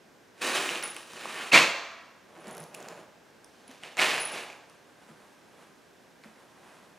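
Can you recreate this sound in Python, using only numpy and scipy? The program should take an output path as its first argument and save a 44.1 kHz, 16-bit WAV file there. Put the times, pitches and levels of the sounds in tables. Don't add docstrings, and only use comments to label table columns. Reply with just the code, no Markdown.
import sys
import numpy as np
from scipy import signal
from scipy.fft import rfft, irfft, next_fast_len
from scipy.io import wavfile
from scipy.ndimage import uniform_filter1d

SR = 44100
rng = np.random.default_rng(int(sys.argv[2]) if len(sys.argv) > 2 else 0)


def undo_db(level):
    steps = np.asarray(level, float) / 20
    return 10 ** steps


def wav_record(signal):
    frames = np.transpose(np.atleast_2d(signal))
    bounded = np.clip(frames, -1, 1)
    quanta = np.round(bounded * 32767).astype(np.int16)
    wavfile.write(sys.argv[1], SR, quanta)


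N = 307818

# frequency in Hz, density in dB per Hz.
BAG_SPECTRUM = [(53, -57), (90, -27.5), (321, 1.5), (398, -1.5), (494, -1.5), (793, -3), (2590, 0.5),
                (5280, -14), (10500, -18.5), (11500, -27.5), (15500, -33)]
HEAP_SPECTRUM = [(53, -53.5), (90, -23), (282, -7.5), (314, -4), (381, -10.5), (697, -5), (810, -10),
                 (1030, -7.5), (1450, -11.5), (2280, -2), (7290, -19.5), (12200, -32.5), (15500, -47.5)]
CARPET_SPECTRUM = [(53, -55), (90, -7), (148, -3), (282, -1.5), (562, 1.5), (1300, -8.5), (2890, -16),
                   (4950, -29), (10500, -29), (15500, -51)]
POUR_SPECTRUM = [(53, -55), (90, -21), (307, -11), (350, -10), (424, -7.5), (864, -5), (942, -5.5),
                 (2280, 1.5), (5630, -12), (10300, -17.5), (15500, -35.5)]

# frequency in Hz, bandwidth in Hz, level in dB.
BAG_MODES = [(1180, 56.8, -5), (1890, 34, 1.5), (2640, 590, -2.5), (3164, 42, -1.5), (4000, 61, -8)]
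HEAP_MODES = [(700, 60, -18), (2450, 940, -4.5), (4600, 350, -15)]
POUR_MODES = [(1940, 120, -1), (2230, 99, -17), (2930, 260, 8), (4730, 56, -31.5), (6400, 220, -41)]
SCREW_MODES = [(6180, 140, -38), (7400, 410, -34), (10400, 160, -33)]

# time in seconds, level in dB.
GRAB_EFFORT = [(0.33, -75), (0.408, -50), (0.418, -29.5), (0.49, -29), (0.53, -31), (0.558, -24),
               (0.59, -30.5), (0.776, -36), (0.82, -41.5)]
LIFT_EFFORT = [(0.815, -43), (0.836, -35), (0.94, -55), (0.97, -42.5), (0.98, -46), (1.07, -61)]
CARRY_EFFORT = [(1.06, -59.5), (1.104, -49), (1.264, -40), (1.338, -39.5), (1.388, -34), (1.51, -42)]
DROP_EFFORT = [(1.512, -41), (1.527, -20), (1.54, -13), (1.576, -14), (1.63, -23.5), (1.72, -37.5)]
RAKE_EFFORT = [(2.26, -68), (2.38, -52.5), (2.42, -54), (2.478, -46.5), (2.628, -51.5), (2.715, -67)]
CLENCH_EFFORT = [(2.71, -59), (2.758, -51), (2.924, -49), (3.018, -54), (3.162, -94)]
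TIP_EFFORT = [(3.964, -49), (3.992, -24.5), (4.023, -21), (4.2, -33.5), (4.269, -41), (4.405, -37),
              (4.465, -48.5), (4.507, -49), (4.66, -77)]

# peak in seconds, level in dB, rise in seconds, fall in seconds.
REACH_RUBS = [
    (3.35, -78, 0.086, 0.091),
    (3.62, -62.5, 0.32, .1),
    (3.71, -52.5, 0.075, 0.21),
    (3.832, -45, 0.022, 0.3),
]
SHUFFLE_RUBS = [
    (4.71, -59.5, .06, .15),
    (4.9, -63, .08, .1),
    (5.02, -59, .08, 0.11),
    (5.1, -56, .15, 0.12),
    (5.2, -59.5, 0.11, .6),
    (5.63, -56.5, 0.28, 0.14),
    (6.24, -53, 0.016, 0.12),
    (6.43, -61.5, .4, .15),
    (6.7, -55.5, 0.41, .3),
    (6.8, -59, 0.28, 0.35),
]
RUB_SPAN_DB, IDLE_DB = 21.5, -72

# level in dB at full effort, share of the effort's swing (ratio).
BAG_BALANCE = [(-8.5, .8), (-5.5, 1.0)]
SWUNG_BALANCE = [(-9, 0.76), (-10, 0.51)]
HEAP_BALANCE = [(-10.5, .9), (-8.5, 1)]
RAKED_BALANCE = [(1, 1.0), (-11.5, 0.98)]
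FIST_BALANCE = [(1, 0.94), (-12, 1.0)]
REACH_BALANCE = [(-6, 0.65), (-10, 0.74)]
POUR_BALANCE = [(-10, 0.68), (-9.5, 0.96)]
CLOTH_BALANCE = [(-5, 1), (-9.5, 0.75)]
CLUMP_DB, CLUMP_S = .7, .015

# start in seconds, peak in dB, ring in Hz.
HARD_BLOWS = [
    (1.5192, -3.5, 2640),
    (1.5424, 7.5, 2340),
    (1.5594, 0.5, 2230),
    (1.575, 4, 2753),
    (1.5874, -10.5, 2255),
    (1.5994, -27.5, 2530),
    (1.616, -5, 2540),
    (1.6467, -25, 2260),
    (3.9898, -6, 2210),
    (3.9958, -30, 2180),
]

# level in dB, frequency in Hz, decay time t60 in seconds.
RAIL_HUM = (-37, 672, .6)
RAIL_START_S = 1.56

# start in seconds, peak in dB, high ring in Hz, lower knock in relative dB, lower knock in Hz.
BAG_TICKS_HEARD = [(0.38, -50, 5960, 5, 2280), (0.419, -21, 9300, 0, 2720), (0.6714, -32, 7200, -1, 2550),
                   (0.691, -28.5, 4570, 16, 2790), (0.7569, -30, 6150, 14, 2680),
                   (0.836, -26.5, 10400, -11, 2800), (0.8769, -29.5, 10400, -4.5, 1470),
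                   (0.946, -35, 10400, -7, 1940), (0.965, -25.5, 9100, 0.5, 2780),
                   (1.076, -43, 10400, 0, 1510), (1.1207, -39, 9730, -1.5, 1742),
                   (1.134, -34.5, 5670, 5, 1290), (1.16, -43, 4480, 9.5, 1286),
                   (1.2128, -32.5, 5270, 6.5, 1782), (1.256, -29.5, 8780, 9.5, 1327),
                   (1.3433, -30, 7520, 1.5, 1373), (1.3797, -36.5, 4827, 12.5, 1960)]
CHATTERS = [(0.8267, -20.5, 5830, -15, 2760), (2.471, -34, 8200, -6, 2000), (2.744, -32, 8400, -10, 2800),
            (2.7473, -27.5, 10000, -2.5, 2780), (2.7522, -35.5, 7700, 2, 2980),
            (2.886, -28, 7200, -18, 3480), (3.445, -34.5, 10200, -29, 5800),
            (3.8349, -31.5, 8800, 9.5, 2750), (3.8388, -46, 5000, 15, 2100), (4.50, -40, 5960, 10, 2500),
            (4.529, -47, 6030, 12, 2510), (6.245, -46, 4910, 9, 2054)]

# start in seconds, peak in dB, high ring in Hz.
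FINGER_TICKS = [(2.4433, -46.5, 6150), (2.4684, -50, 8200), (2.4804, -33, 10400), (2.492, -42, 10400),
                (2.5105, -34, 10400), (2.5264, -45, 10500), (2.55, -32, 9900), (2.5688, -32, 11300),
                (2.58, -31, 10700), (2.5925, -51, 6050), (2.6018, -39, 11000), (2.6216, -36, 10400),
                (2.63, -37, 9400), (2.639, -35, 10400), (2.804, -36, 7060), (2.827, -35.5, 7250),
                (3.68, -40, 10400), (3.7803, -44, 6220), (3.8504, -38, 5750)]
LOOSE_KNOCK_DB, LOOSE_KNOCK_HZ = -11, 1350

# start in seconds, peak in dB, high ring in Hz, lower knock in relative dB.
SCREW_LANDINGS = [
    (3.713, -34, 6200, -4),
    (3.97, -20.5, 7500, 0),
    (3.9802, -22.5, 6140, 10),
    (4.07, -28, 5260, 3.5),
    (4.6985, -39, 9500, -9),
    (6.2377, -37, 4200, 2),
]
# start in seconds, peak in dB, high ring in Hz, lower knock in relative dB.
HEAVIEST_LANDING = (3.9964, -11, 4450, 2)
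LANDING_HZ = 2230
TICK_S, CLINK_S, LANDING_S = .0007, .001, .00035
EDGE_SHARE = 0.16
DULL_HZ, AWAY_S = 11500, 3.2

# start in seconds, peak in dB, decay t60 in seconds.
STEEL_PINGS = [(0.835, -29, 0.19), (.851, -34.5, 0.14), (.899, -40, 0.15), (2.402, -58, 0.15),
               (2.48, -52, .05), (2.510, -49, 0.079), (2.527, -46, .07), (2.568, -56, 0.11),
               (2.6, -41.5, 0.056), (2.77, -57, 0.13), (3.676, -47, .04), (4.01, -50, 0.037),
               (4.141, -39.5, 0.12), (4.200, -31.5, 0.25), (4.212, -34, 0.16), (4.251, -26.5, 0.18),
               (4.348, -55, 0.17)]
# frequency in Hz, level in dB.
STEEL_MODES = [(10423, 0), (10385, -10)]

# start in seconds, peak in dB, frequency in Hz.
FLOOR_THUMPS = [
    (2.375, -38, 327),
    (2.47, -34, 204),
    (2.601, -34, 157),
    (3.689, -36, 262),
    (5.089, -41, 228.6),
    (5.101, -42, 152),
    (5.105, -46.5, 331),
    (5.62, -48.5, 294),
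    (6.254, -38.5, 220),
]

# frequency in Hz, decay time t60 in seconds.
ROOM_DECAY = [(100, .5), (300, 0.42), (700, 0.92), (1200, 1), (2400, .7), (3500, .75), (6000, 0.75),
              (11000, 0.36), (16000, 0.9)]
LATE_DB, LATE_STRETCH = -16.5, 1.6

# frequency in Hz, density in dB per Hz.
AIR_SPECTRUM = [(15, -50.5), (25, -22.5), (49, -14.5), (200, 1), (531, -0.5), (1290, -8.5), (1610, -7),
                (1740, -8), (4370, -17), (5730, -16.5), (9840, -25), (14400, -28.5), (16000, -40)]
AIR_DB = -59
# frequency in Hz, bandwidth in Hz, level in dB.
DUCT_BAND = (1590, 50, -71.5)

# frequency in Hz, level in dB.
SOURCE_WIDTH = [(60, -9.5), (150, -28), (380, -23.5), (950, -20.5), (2380, -20), (5980, -12), (15000, -13)]
HISS_WIDTH = [(60, -4.5), (180, -6.5), (550, -5.5), (1650, -7), (4970, -9), (15000, -17)]
PORT_LEAD = .15


def handling():
    near, far = np.zeros((2, N))
    bag_gestures = [(GRAB_EFFORT, BAG_BALANCE), (LIFT_EFFORT, SWUNG_BALANCE), (CARRY_EFFORT, SWUNG_BALANCE)]
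    for curve, balance in bag_gestures:
        add(near, *contacts(along(curve), balance, BAG_SPECTRUM, BAG_MODES, -17.5, 7000, 2.41))
    add(far, *contacts(along(DROP_EFFORT), HEAP_BALANCE, HEAP_SPECTRUM, HEAP_MODES, -7.5, 9000, 2.2))
    for curve, balance in ((RAKE_EFFORT, RAKED_BALANCE), (CLENCH_EFFORT, FIST_BALANCE)):
        add(near, *contacts(along(curve), balance, CARPET_SPECTRUM, SCREW_MODES, -1.7, 3000, 3.0))
    add(far, *contacts(rubs(REACH_RUBS, 3.25, 3.97), REACH_BALANCE, POUR_SPECTRUM, [], 0, 8900, 4.0))
    add(far, *contacts(along(TIP_EFFORT), POUR_BALANCE, POUR_SPECTRUM, POUR_MODES, -27.5, 8000, 2.6))
    add(near, *contacts(rubs(SHUFFLE_RUBS, 4.62, 6.98), CLOTH_BALANCE, CARPET_SPECTRUM, [], 0, 7600, 1.8))
    return near, far


def contacts(gesture, balance, spectrum, modes, modes_db, per_s, spread_db):
    start, effort = gesture
    hit, size, sign = rng.random((len(effort), 3)).T
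    strength = undo_db(-spread_db * np.log(np.maximum(size, .01)))
    hail = (hit < per_s / SR) * strength * np.sign(sign - .5)
    bunching = evened(uniform_filter1d(sign - .5, round(CLUMP_S * SR)))
    hail = hail * undo_db(CLUMP_DB * bunching)
    sound = evened(colour(hail, spectrum))
    for hz, width, db in modes:
        ringing = signal.oaconvolve(hail, ring(hz, 2.2 / max(width, 60)))[:len(hail)]
        sound = sound + undo_db(db + modes_db) * evened(ringing)
    thud = filtered(sound, 3, 900, "low")
    knock = filtered(sound, 3, [900, 4000], "band")
    crackle = filtered(sound, 3, 4000, "high")
    top = effort.max()
    layers = undo_db(effort) * evened(knock)
    for (db, share), layer in zip(balance, (thud, crackle)):
        layers = layers + undo_db(top + db + share * (effort - top)) * evened(layer)
    fade = signal.windows.tukey(len(hail), min(1, .012 * SR / len(hail)))
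    return start, layers * fade


def along(curve):
    s, db = np.transpose(curve)
    return s[0], np.interp(np.arange(s[0], s[-1], 1 / SR), s, db)


def rubs(rows, start, end):
    t = np.arange(start, end, 1 / SR)
    power = undo_db(IDLE_DB) ** 2
    for s, db, rise, fall in rows:
        distance = np.maximum((s - t) / rise, (t - s) / fall)
        power = power + undo_db(db - RUB_SPAN_DB * distance) ** 2
    return start, 10 * np.log10(power)


def clacks():
    blows = np.zeros(N)
    for s, db, hz in HARD_BLOWS:
        add(blows, s, undo_db(db) * ring(hz, .027, .0015))
    return blows


def rail():
    db, hz, t60 = RAIL_HUM
    return undo_db(db) * ring(hz, t60, .01)


def knocks():
    hard = np.zeros(N)
    for s, *row in BAG_TICKS_HEARD:
        add(hard, s, tick(*row, TICK_S))
    for s, *row in FINGER_TICKS:
        add(hard, s, tick(*row, LOOSE_KNOCK_DB, LOOSE_KNOCK_HZ, TICK_S))
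    for s, *row in list(SCREW_LANDINGS) + [HEAVIEST_LANDING]:
        add(hard, s, tick(*row, LANDING_HZ, LANDING_S))
    for s, *row in CHATTERS:
        add(hard, s, tick(*row, CLINK_S))
    dull = filtered(hard, 2, DULL_HZ, "low")
    return np.where(np.arange(N) < AWAY_S * SR, hard, dull)


def tick(db, hz, low_db, low_hz, length):
    t = np.arange(400) / SR
    touch = rng.standard_normal(len(t)) * np.exp(-t / np.clip(length, .0002, .002))
    high = np.zeros(900)
    add(high, 0, EDGE_SHARE * np.convolve(touch, [1, .8, -1, -.8]))
    add(high, 0, .5 * np.convolve(touch, ring(hz, .0013)))
    add(high, 0, .3 * np.convolve(touch, ring(hz * rng.uniform(.6, .8), .0015)))
    low = np.convolve(touch, ring(low_hz, .005))
    high = high / abs(high).max()
    add(high, 0, undo_db(low_db - 2.5) * low / abs(low).max())
    return undo_db(db - 2.5) * high


def pings():
    steel = np.zeros(N)
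    for s, db, t60 in STEEL_PINGS:
        add(steel, s, sum(undo_db(db + rel_db) * ring(hz, t60, .0012) for hz, rel_db in STEEL_MODES))
    return steel


def add_thumps(near):
    for s, db, hz in FLOOR_THUMPS:
        add(near, s, undo_db(db) * ring(hz, .1, .006))


def room(x, lag=0.0016):
    taps = np.zeros((2, SR))
    at = np.arange(0, SR - 20, 20) + rng.integers(0, 20, (2, (SR - 1) // 20))
    np.put_along_axis(taps, at, rng.choice([-1., 1.], at.shape), 1)
    hz, t, z = signal.stft(taps, SR, nperseg=256)
    fall_db = -60 * t / read(ROOM_DECAY, hz)[:, None]
    decay = undo_db(fall_db) + undo_db(LATE_DB) * undo_db(fall_db / LATE_STRETCH)
    tail = signal.istft(z * decay, SR, nperseg=256)[1]
    tail *= 1 - np.exp(-np.arange(tail.shape[1]) / SR / lag)
    return signal.fftconvolve(x[None], tail / np.linalg.norm(tail[0]), axes=1)[:, :N]


def air():
    hiss = evened(colour(rng.standard_normal((2, N)), AIR_SPECTRUM))
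    hz, width, db = DUCT_BAND
    duct = evened(signal.oaconvolve(rng.standard_normal(N), ring(hz, 1.53 / width))[:N])
    return undo_db(AIR_DB) * hiss[0] + undo_db(db) * duct, undo_db(AIR_DB) * colour(hiss[1], HISS_WIDTH)


def ring(hz, t60, rise=0.00007):
    t = np.arange(round(t60 * SR) + 8) / SR
    return np.sin(2 * np.pi * hz * t) * undo_db(-60 * t / t60) * (1 - np.exp(-t / rise))


def evened(x):
    return x / np.sqrt(np.mean(x ** 2) + 1e-20)


def read(points, hz):
    f, value = np.transpose(points)
    return np.interp(np.log(hz + 1), np.log(f + 1), value)


def colour(x, points):
    size = next_fast_len(x.shape[-1])
    gain = undo_db(read(points, np.fft.rfftfreq(size, 1 / SR)))
    return irfft(rfft(x, size) * gain, size)[..., :x.shape[-1]]


def filtered(x, order, hz, kind):
    return signal.sosfilt(signal.butter(order, hz, kind, fs=SR, output="sos"), x)


def add(mix, s, sound):
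    part = mix[round(s * SR):][:len(sound)]
    part += sound[:len(part)]


def scene():
    near, far = handling()
    blows, hard, steel = clacks(), knocks(), pings()
    add(far, RAIL_START_S, rail())
    add_thumps(near)
    dry = undo_db(-1.5) * near + undo_db(-1.0) * far + hard + steel + undo_db(-5.0) * blows
    wet = room(undo_db(-8.0) * near + undo_db(-9.0) * far + undo_db(-5.5) * hard + undo_db(-15.5) * blows + undo_db(-4.5) * steel)
    hiss, hiss_side = air()
    heard = np.array([dry + wet[0], wet[1]])
    heard = filtered(heard, 3, 130, "high")
    mid = heard[0] + hiss
    side = colour(undo_db(3.5) * heard[1], SOURCE_WIDTH) + hiss_side
    side = side - 0.066 * mid + PORT_LEAD * np.gradient(heard[0])
    return np.array([mid + side, mid - side])


def roll_off(x):
    return signal.sosfilt(signal.butter(12, 16350, fs=SR, output="sos"), x)


def record(dry):
    bent = 1.3 * np.tanh(dry / 1.3)
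    mix = signal.oaconvolve(bent, signal.firwin(255, 15750, fs=SR)[None], "same")
    return roll_off(mix)


dry = scene()
out = record(dry)
wav_record(out)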